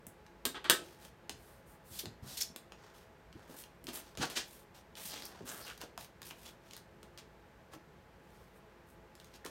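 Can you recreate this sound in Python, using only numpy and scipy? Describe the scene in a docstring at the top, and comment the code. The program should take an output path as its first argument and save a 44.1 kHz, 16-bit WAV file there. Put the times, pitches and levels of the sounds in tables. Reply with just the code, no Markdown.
"""A desk in a small room, cards being made, heard from a microphone above the cutting mat.
A clear acrylic block knocks and rattles on the desk: noisy contacts crack and a bank of modes rings.
Long nails tick on cardstock, hands land softly and sweep the mat, card slides, scrapes and chatters,
and a tape runner rasps: filtered trains of tiny slips that grow with the hand's speed.
Behind it lie short reflections, steady room noise and a fan's faint hum."""
import sys
import numpy as np
from scipy import signal
from scipy.fft import rfft, irfft
from scipy.io import wavfile
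from scipy.ndimage import uniform_filter1d

SR = 44100
rng = np.random.default_rng(int(sys.argv[2]) if len(sys.argv) > 2 else 0)


def int16_out(signal):
    """Quantize to a 16-bit WAV file."""
    q = np.round(np.clip(np.atleast_2d(signal).T, -1, 1) * 32767)
    wavfile.write(sys.argv[1], SR, q.astype(np.int16))


N = 418950
TIME = np.arange(N) / SR
EDGE_HZ = 16000  # upper band limit
SPEED_POWER = 1.23  # the force of friction grows as this power of the hand's speed


def amp(db):
    """Decibels to gain."""
    return 10 ** (np.asarray(db) / 20)


def evened(x):
    """Scales to rms 1."""
    return x / np.sqrt(np.mean(x ** 2) + 1e-20)


def read(points, hz):
    """Reads a table on a log-frequency axis."""
    f, value = np.transpose(points)
    return np.interp(np.log(hz + 1), np.log(f + 1), value)


def add(mix, s, sound):
    """Adds a sound to the mix at time s."""
    part = mix[max(round(s * SR), 0):][:len(sound)]
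    part += sound[:len(part)]


def colour(x, points, tilt_db=0, size=2048):
    """Causal filter of unit energy with the given spectrum, tilted per octave about 3 kHz."""
    hz = abs(np.fft.fftfreq(size, 1 / SR))
    tilt = tilt_db * np.log2((hz + 200) / 3000)
    log_gain = np.log(amp(read(points, hz) + tilt))
    minimum_phase = np.exp(np.conj(signal.hilbert(log_gain)))
    taps = np.fft.ifft(minimum_phase).real[:size // 2]
    return signal.oaconvolve(x, taps / np.linalg.norm(taps))[:len(x)]


def burst(envelope):
    """A contact: a spray of tiny breaks with an even spectrum and the energy of 3 ms at level 1."""
    z = rfft(rng.standard_normal(len(envelope)) * envelope)
    x = irfft(z / (abs(z) + 1e-12), len(envelope))
    x *= np.sqrt(np.maximum.accumulate(envelope[::-1])[::-1])  # it dies away with its envelope
    return x / np.linalg.norm(x) * np.sqrt(.003 * SR)


def friction(count, per_s, spread_db, smooth):
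    """Fibres catch and let go: tiny slips of uneven size over a smooth hiss."""
    happens = rng.random(count) < per_s / SR
    size = amp(spread_db * np.minimum(rng.exponential(1, count), 5))
    slips = happens * rng.choice([-1, 1], count) * size
    return evened(evened(slips) + smooth * rng.standard_normal(count))


def stick_slip(per_s, depth_db):
    """The grip tightens and slackens at random."""
    wander = uniform_filter1d(rng.standard_normal(N), int(SR / per_s))
    wander = evened(uniform_filter1d(wander, 60))
    return evened(amp(depth_db * wander))


# The acrylic block knocks on the desk below the microphone. Each row: start in seconds, ring in dB
# and crack in dB (both before trim), hardness in dB per octave, bandwidth of the contact in Hz.
KNOCKS = [(.4520, -54, -38, -5, 9050), (0.4533, -41.5, -22, 0.95, 18070), (0.698, -21.5, -11, -0.5, 17840),
          (0.7091, -35, -28, 2, 12000), (0.7184, -36, -26, -3, 8000)]
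# Modes of the block lying on the desk. Each row: frequency in Hz, level in dB re the ring before
# the hardness tilt, time to fall 60 dB in seconds.
BLOCK_MODES = [(330, -2, .11), (668, -11, .1), (908, -8, .08), (1222, -5, .11), (1302, 1, .11),
               (1513, 2, .13), (1545, -3, .11), (1618, 1, .13), (1721, -3, .11), (1836, -5, .11),
               (3390, -6, .09), (3626, -7, .07), (3915, -7, .07), (4090, -8, .07), (4745, -11, .07),
               (5000, -12, .09), (5793, -13, .09), (8606, -9, .1)]
# Spectrum of the crack at the contact. Each row: frequency in Hz, level in dB before the tilt.
CRACK = [(100, -21), (230, -11.5), (350, -1), (520, -9.5), (900, -4), (1450, -1.5), (2200, -4.5),
         (2650, -5), (3150, 0.5), (3700, 0), (5500, -6), (7300, -5.5), (8600, -1.5), (10500, -8.5),
         (15000, -10.5)]


def block(ring_db=-4.5, crack_db=1, rattle_db=-6, rattle_s=0.0061):
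    """Each knock is a contact and a dying rattle against the desk, then the block rings."""
    out, t = np.zeros(N), TIME[:SR // 5]
    for s, ring, crack, hardness_db, band_hz in [*KNOCKS, *chatter()]:
        modes = 0
        for hz, db, t60 in BLOCK_MODES:
            decay = amp(db + hardness_db * np.log2(hz / 1500) - 60 * t / t60)
            modes = modes + decay * np.sin(2 * np.pi * (hz * t + rng.random()))
        scuff = amp(rattle_db) * EDGE_HZ / band_hz  # softer contacts scuff instead of snapping
        snap = burst(t * np.exp(-t / 0.00058))
        rattle = burst(t * np.exp(-t / rattle_s))
        force = (snap + scuff * rattle) / np.sqrt(1 + scuff)
        knock = amp(ring + ring_db) * modes * (1 - np.exp(-t / .0008))
        knock += amp(crack + crack_db) * colour(force, CRACK, hardness_db)
        lowpass = signal.butter(2, min(band_hz, .45 * SR), fs=SR)  # a soft contact has little treble
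        add(out, s, signal.lfilter(*lowpass, knock))
    return out


# The block chatters softly on the desk as the fingers grip it. Each row: start in seconds, length
# in seconds, gap between contacts in seconds, crack in dB before trim, its change in dB per second.
RATTLES = [(.545, .028, .008, -37.5, -120), (.6435, .026, .007, -32, -480), (.678, .018, .012, -44, 350)]
# ring re crack before their trims, tilt per octave, bandwidth of the contact
RATTLE_RING_DB, RATTLE_HARDNESS_DB, RATTLE_BAND_HZ = -14, -1.5, 3200


def chatter():
    """Each rattle is a quick run of soft knocks, written as rows like those of the knocks."""
    rows = []
    for s, length, gap, db, slope in RATTLES:
        for t in np.arange(0, length, gap):
            crack = db + slope * t
            rows.append((s + t, crack + RATTLE_RING_DB, crack, RATTLE_HARDNESS_DB, RATTLE_BAND_HZ))
    return rows


# The three voices of card rubbed close to the microphone: the rasp, the flexing sheet and the
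# fibre hiss. Each row: frequency in Hz, level in dB.
RASP = [(700, -35), (1800, -0.5), (2350, 3), (3000, 5), (4500, 3.5), (6300, 2), (8000, -4.5), (10000, -9.5),
        (15000, -60.5)]
BODY = [(80, -37), (200, -0.5), (400, -2), (800, 0), (1050, -2), (1550, -3.5), (1900, -6.5), (2600, -31.5)]
HISS = [(3000, -32), (6000, -9), (8600, 1), (10000, 2), (12000, -3.5), (14000, -4), (16000, -4)]


def card(drive, body_db, hiss_db, voice=RASP):
    """A force on a sheet sounds as a rasp, the flexing sheet below it and fibre hiss above."""
    rasp = colour(drive, voice)
    body = colour(np.roll(drive, shift=11), BODY)  # a quarter of a millisecond later
    return rasp + amp(body_db) * body + amp(hiss_db) * colour(drive, HISS)


# Nails and card edges tick above the mat. Each row: start in seconds, snap in dB before trim,
# sheet body in dB re snap, fibre hiss in dB re snap, pitch of the struck patch of card in Hz.
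TICKS = [(0.0677, -55, 1, 14, 9500), (0.265, -56, -1, -13, 4400), (0.643, -50, -6, -1, 3300),
         (1.05, -50.5, -5, -3, 3120), (1.295, -35.5, -4.5, -8.5, 3700), (2.0566, -40.5, -2, -17, 4530),
         (2.5615, -41, -4, -0.5, 3700), (2.7211, -48.5, 3.5, -28.5, 2540), (3.3278, -55, -3, -12, 3020),
         (3.6382, -48, -11, -11, 3100), (3.8416, -55.5, -13, 6, 4500), (3.8694, -42, -14, -6, 4100),
         (3.8887, -42, -13, -21, 4120), (4.1523, -53.5, 2, -21, 3290), (4.1738, -38, -2.5, -12, 1190),
         (4.2544, -45, -15, -1, 1400), (4.3, -46, 0, 1, 3600), (4.954, -47, -22, -14, 3150),
         (4.9716, -47, -19, -8, 3200), (5.2225, -42, -10, -12, 4290), (5.254, -50.5, -18, 10, 5500),
         (5.4787, -49, -12, -14, 6770), (5.4984, -49, -5, -17, 7800), (5.7774, -50.5, -5, -4, 4500),
         (5.8149, -40, -22, -6, 1030), (5.977, -40.5, -1.5, -6.5, 990), (6.2182, -45.5, -3.5, -3, 1330),
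         (6.2297, -45.5, -22, -18, 3820), (6.3093, -43.5, 2, -13, 2410), (6.7098, -48.5, -17, -14, 4200),
         (6.7342, -45, -11, -10, 6210), (6.766, -49.5, 0, 3, 3970), (6.7765, -51, -12, -12, 4300),
         (7.0302, -51.5, -6, -6, 1250), (7.176, -47.5, -12, -7, 3960), (9.1529, -55.5, -14, -1.5, 5500),
         (9.2, -52, -14, -9, 3200), (9.245, -53.5, -17, -5, 6040), (9.3407, -54, -14, -20, 3780),
         (9.449, -45, -10, -2, 1680), (9.462, -39.5, -14, -8, 1060)]


def ticks(level_db=-1, flutter_db=-7, patch_db=-3, patch_q=5, patch_s=0.0022):
    """Nails and edges snap on the card, which flutters for milliseconds and rings its struck patch."""
    out, t = np.zeros(N), TIME[:4096]
    for s, db, body_db, hiss_db, hz in TICKS:
        force = burst(np.exp(-t / 0.00073)) + amp(flutter_db) * burst(t * np.exp(-t / 0.0016))
        patch = signal.lfilter(*signal.iirpeak(hz, patch_q, SR), burst(np.exp(-t / patch_s)))
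        patch *= amp(patch_db) * np.linalg.norm(force) / np.linalg.norm(patch)
        add(out, s, amp(db + level_db) * (card(force, body_db, hiss_db) + patch))
    return out


# Hands and card land softly on the mat. Each row: start in seconds, level in dB before trim,
# pitch of the thud in Hz.
THUDS = [(0.065, -50.5, 228), (0.455, -38.5, 265), (0.699, -39.5, 220), (1.295, -48, 260),
         (1.335, -49.5, 91.1), (1.902, -48.5, 112), (2.033, -44.5, 285), (2.058, -41.5, 170),
         (2.224, -40, 114), (2.498, -51, 177.5), (3.351, -44, 191), (3.495, -48.5, 260), (3.842, -49, 200),
         (3.882, -41, 335), (4.176, -39, 153), (4.187, -38, 150), (5.050, -53, 149), (5.404, -42.5, 260),
         (5.424, -45, 202), (5.835, -45.5, 490), (5.977, -47.5, 800), (7.028, -55, 219),
         (7.752, -50, 254.6), (9.453, -42.5, 454)]


def thuds(level_db=2, cycles=1.6):
    """A soft, uneven push lasting a few swings excites the desk's crowded low modes."""
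    out, t = np.zeros(N), TIME[:SR // 5]
    for s, db, hz in THUDS:
        envelope = np.exp(-t * hz / cycles / 2) * (1 - np.exp(-t / 0.00099))
        push = rng.standard_normal(len(t)) * envelope
        desk = [(hz / 3, -14), (hz * 0.53, -3), (hz, 0), (hz * 1.5, -4), (hz * 3, -22), (hz * 12, -60)]
        thud = colour(push, desk)
        thud *= np.sqrt(0.0079 * SR) / np.linalg.norm(thud)  # energy of 7.9 ms at level 1
        add(out, s, amp(db + level_db) * thud)
    return out


def rubbing(strokes, voices, slips):
    """In each stroke the hand speeds up and slows to rest; friction feeds every voice with its speed."""
    forces = np.zeros((len(voices), N))
    for s, rise, fall, db, body_db, hiss_db in strokes:
        t = TIME[:int((rise + fall) * SR)]
        speed = np.sin(np.pi / 2 * np.interp(t, [0, rise, rise + fall], [0, 1, 0]))
        for force, share_db in zip(forces, (0, body_db, hiss_db)):
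            add(force, s, amp(db + share_db) * speed ** SPEED_POWER)
    out = np.zeros(N)
    for force, voice in zip(forces, voices):
        signs = rng.choice([-1, 1], N)  # the voices share only the size of each slip
        out += colour(force * slips * signs, voice)
    return out


# Card slides over the mat and through the fingers, one row a push. Each row: start in seconds,
# speeding up in seconds, slowing down in seconds, rasp in dB before trim, sheet body in dB re rasp,
# fibre hiss in dB re rasp.
SLIDES = [(.80, 0.046, 0.2, -61.5, -1, -4), (.98, .07, 0.064, -60, -1, -1.5),
          (2.74, 0.12, 0.094, -64.5, 4, -18), (2.93, 0.027, .13, -63.5, 0, -3.5),
          (3.33, 0.083, 0.11, -67, 7.5, -9), (3.47, 0.06, .08, -60.5, 4, 1),
          (3.56, 0.043, 0.047, -54, -8, 6.5), (3.86, .06, 0.26, -58.5, -3, -7),
          (3.922, 0.032, 0.065, -51.5, -3, 7.5), (4.172, .015, .05, -48, -2, -10),
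          (4.42, .11, .13, -62, -12, 4.5), (4.74, 0.013, 0.076, -58.5, -3, -5),
          (4.955, 0.023, 0.068, -52, -3.5, -4), (4.98, 0.09, 0.061, -49.5, -11, 4),
          (5.08, 0.079, 0.09, -46.5, -4, -9), (5.21, 0.034, 0.097, -57.5, 3, -2),
          (5.28, 0.086, 0.11, -61.5, 5, -15), (5.98, 0.037, 0.06, -54, -9, -0.5),
          (6.23, .055, .045, -54.5, -9, 2), (6.33, 0.093, .13, -61.5, -10, 0),
          (6.445, 0.021, 0.05, -53.5, -4, -9), (6.61, .13, .07, -62.5, -2, -6),
          (7.71, 0.036, 0.018, -56.5, 5, -6), (8.17, .22, 0.17, -72.5, -3, -0.5),
          (8.53, 0.036, 0.036, -75, -3, 6), (8.86, 0.038, 0.062, -78, -6, 9.5),
          (9.12, 0.11, 0.19, -70, -2.5, -6), (9.33, 0.016, 0.042, -59.5, -6, -10)]


def slides(level_db=-1):
    """Card glides with a fine, dense grain and small catches."""
    grain = friction(N, 2000, 2.96, 0.88) * stick_slip(146, 1.8)
    return amp(level_db) * rubbing(SLIDES, (RASP, BODY, HISS), grain + catches())


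def catches(per_s=14, size_db=1, spread_db=1.5, snap_s=0.00082):
    """Now and then a moving edge snags and lets go with a tiny snap."""
    snags = (rng.random(N) < per_s / SR) * amp(size_db + spread_db * rng.standard_normal(N))
    return signal.oaconvolve(snags, burst(np.exp(-TIME[:512] / snap_s)))[:N]


# A card edge scrapes across the mat. Each row: start in seconds, rise in seconds, fall time constant
# in seconds, rasp in dB, sheet body in dB re rasp, fibre hiss in dB re rasp.
SCRAPES = [(3.868, 0.021, 0.02, -48, 0, -8), (4.195, 0.036, 0.02, -34, -2.5, -23),
           (4.293, 0.013, 0.044, -45.5, -5.5, -8), (4.348, 0.027, 0.023, -31.5, -9, -15),
           (7.177, 0.0099, 0.013, -49.5, -7, -13), (9.444, 0.018, 0.0086, -51, 5, -9)]
# Nails flick off the mat at the end of a sweep. Each row: start in seconds, rise in seconds, fall
# time constant in seconds, swish in dB, mat body in dB re swish, fibre hiss in dB re swish.
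FLICKS = [(1.987, 0.0058, 0.014, -35, -29, -10), (2.368, 0.0071, 0.025, -36, -37, -27),
          (2.408, 0.0043, 0.0068, -28, -47, -10), (2.429, 0.0026, 0.0051, -36, -17, -22)]


def scrapes(rows, voice):
    """An edge speeds up across the surface and slips off."""
    out, t = np.zeros(N), TIME[:SR // 4]
    for s, rise, fall, db, body_db, hiss_db in rows:
        speed = np.sin(np.pi / 2 * np.minimum(t / rise, 1)) ** 2
        speed *= np.exp(-np.maximum(t - rise, 0) / fall)
        force = speed * friction(len(t), 7000, 0.86, 0.87)
        add(out, s, amp(db) * card(force, body_db, hiss_db, voice))
    return out


# Skin and nails brushing the mat. Each row: frequency in Hz, level in dB.
SKIN = [(500, -31), (2300, -8), (3500, -0.5), (4500, 0), (5800, -1.5), (7500, -5), (9500, -4), (15000, -13)]
# The palm sweeps the mat. Each row: start in seconds, speeding up in seconds, slowing down in
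# seconds, swish in dB before trim, mat body in dB re swish, fibre hiss in dB re swish.
SWEEPS = [(1.33, 0.13, .18, -67.5, 1, 2), (1.65, 0.043, 0.097, -72, 8, 8.5), (1.83, .07, .06, -65, -2, 5),
          (1.90, 0.073, .045, -48.5, -14, -2), (2.22, 0.026, 0.068, -59, 1, -17),
          (2.255, .06, .13, -47.5, -10, -21)]


def sweeps(level_db=-1):
    """The palm glides over the mat with a smooth swish."""
    return amp(level_db) * rubbing(SWEEPS, (SKIN, BODY, HISS), friction(N, 8000, 3.5, 1.9))


# The tape runner's plastic shell. Each row: frequency in Hz, level in dB.
CASE = [(150, -8), (350, -2), (550, -1.5), (1000, -5), (1500, -0.5), (1850, -8), (2500, -28)]
# The tape runner's short strokes over the card. Each row: start in seconds, speeding up in seconds,
# slowing down in seconds, rasp in dB before trim, case in dB re rasp, hiss of peeling glue in dB re rasp.
RUNNER = [(5.445, 0.038, 0.054, -50, -1, 0), (5.495, 0.033, 0.17, -53, 4.5, 3),
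          (5.65, 0.017, .11, -50.5, -6, -8), (5.795, 0.021, .05, -51, 1, -11)]


def runner(level_db=-1):
    """Glue tears off the tape in coarser grains that shake the plastic shell."""
    tearing = friction(N, 1800, 3.6, .7)
    return amp(level_db) * rubbing(RUNNER, (RASP, CASE, HISS), tearing * stick_slip(210, 1.4))


# An edge chatters in a narrow band that glides as the free length of card changes. Each row: start
# in seconds, length in seconds, start in Hz, end in Hz, level in dB before its fades.
GLIDES = [(2.403, 0.026, 6100, 5800, -31), (4.214, 0.041, 735, 880, -40), (4.218, 0.041, 1540, 1600, -37),
          (4.22, 0.036, 2480, 2880, -43.5), (5.086, .06, 5600, 4200, -50.5),
          (5.107, 0.092, 3860, 2730, -51), (5.221, 0.06, 4670, 5560, -50.5), (5.479, .028, 6500, 7600, -46),
          (5.504, 0.1, 1550, 1450, -59), (5.601, 0.08, 5160, 4460, -54.5), (5.655, 0.067, 3080, 2470, -51),
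          (5.659, 0.082, 1620, 1510, -50.5), (6.299, 0.026, 2900, 2500, -51),
          (6.731, 0.061, 4170, 4180, -62), (9.439, 0.028, 1810, 1800, -52.5)]


def glides(width_share=0.29):
    """Slips ring one moving resonance of the card."""
    out = np.zeros(N)
    for s, length, start_hz, end_hz, db in GLIDES:
        count = int(length * SR)
        turn = np.exp(2j * np.pi * np.cumsum(np.geomspace(start_hz, end_hz, count)) / SR)
        smooth = signal.butter(2, width_share * start_hz / 2, fs=SR)
        # shift the gliding pitch down to 0 Hz, low-pass, and shift it back
        slow = signal.lfilter(*smooth, friction(count, 820, 3.3, 0.44) / turn)
        ring = (turn * slow).real
        add(out, s, amp(db) * evened(ring) * signal.windows.tukey(count, .6))
    return out


# The small room's decay. Each row: frequency in Hz, time to fall 60 dB in seconds.
ROOM = [(150, 0.27), (400, 0.44), (1000, 0.21), (2800, .24), (7300, .22), (15000, .16)]


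def room(x, wet_db, count=3):
    """Dense reflections, each band dying at its own speed; their pattern cycles as if hands moved."""
    wet = np.zeros(N)
    for k in range(count):
        taps = rng.choice([-1., 1.], SR // 2) * (rng.random(SR // 2) < 5000 / SR)
        hz, t, z = signal.stft(taps, SR, nperseg=256)
        decay = amp(-60 * t / read(ROOM, hz)[:, None])
        tail = signal.istft(z * decay, SR, nperseg=256)[1]
        tail[:int(.002 * SR)] = 0  # no reflection in the first 2 ms
        share = np.cos(np.pi * (4 * TIME + k / count)) * np.sqrt(2 / count)
        wet += signal.oaconvolve(x * share, tail / np.linalg.norm(tail))[:N]
    return (x + amp(wet_db) * wet) / np.hypot(1, amp(wet_db))


# Shape of the room air behind the desk. Each row: frequency in Hz, relative density in dB.
AIR = [(15, -38), (25, -11), (53, -4.5), (117, -7), (175, -4.5), (293, -14), (427, -10), (463, -11.5),
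       (545, -8.5), (607, -17), (962, -15), (1260, -18.5), (1610, -17.5), (3520, -30), (16000, -47)]
# The fan's broad hums in the background. Each row: frequency in Hz, width at half amplitude in Hz,
# level in dB.
FAN = [(56, 14, -69), (346.7, 8.3, -70.5), (430, 19, -72.5), (657, 30, -72), (845, 28, -71)]


def air(air_db=-58):
    """Steady room noise with the narrow hums of a fan, all shaped from random noise."""
    hz = np.fft.rfftfreq(N, 1 / SR)
    shapes = [(air_db, amp(read(AIR, hz)))]
    for f, width, db in FAN:
        shapes.append((db, 1 / (1 + (2 * (hz - f) / width) ** 2)))
    out = np.zeros(N)
    for db, shape in shapes:
        out += amp(db) * evened(irfft(rfft(rng.standard_normal(N)) * shape, N))
    return out


def scene():
    """All the handling sounds in the room, over its steady air."""
    rubs = slides() + scrapes(SCRAPES, RASP) + scrapes(FLICKS, SKIN) + sweeps() + runner() + glides()
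    handling = room(block(), -3.0) + room(ticks(), -3.5) + room(rubs + thuds(), -6.5)
    return (handling + air())[None]


# The microphone above the mat, with a bass cut and a notch from its port. Each row: frequency in Hz,
# gain in dB.
MICROPHONE = [(15, -33.5), (28, -12.5), (48, -3), (9300, -2), (10000, -3.5), (10500, -6.5), (11300, 1.5),
              (14000, 2), (16000, -2)]


def record(dry):
    """The microphone's colour, then the band limit."""
    hz = np.fft.rfftfreq(N, 1 / SR)
    heard = irfft(rfft(dry) * amp(read(MICROPHONE, hz)), N)
    lowpass = signal.firwin(401, EDGE_HZ, window=("kaiser", 8), fs=SR)
    return signal.oaconvolve(heard, lowpass[None], "same")


dry = scene()
out = record(dry)
int16_out(out)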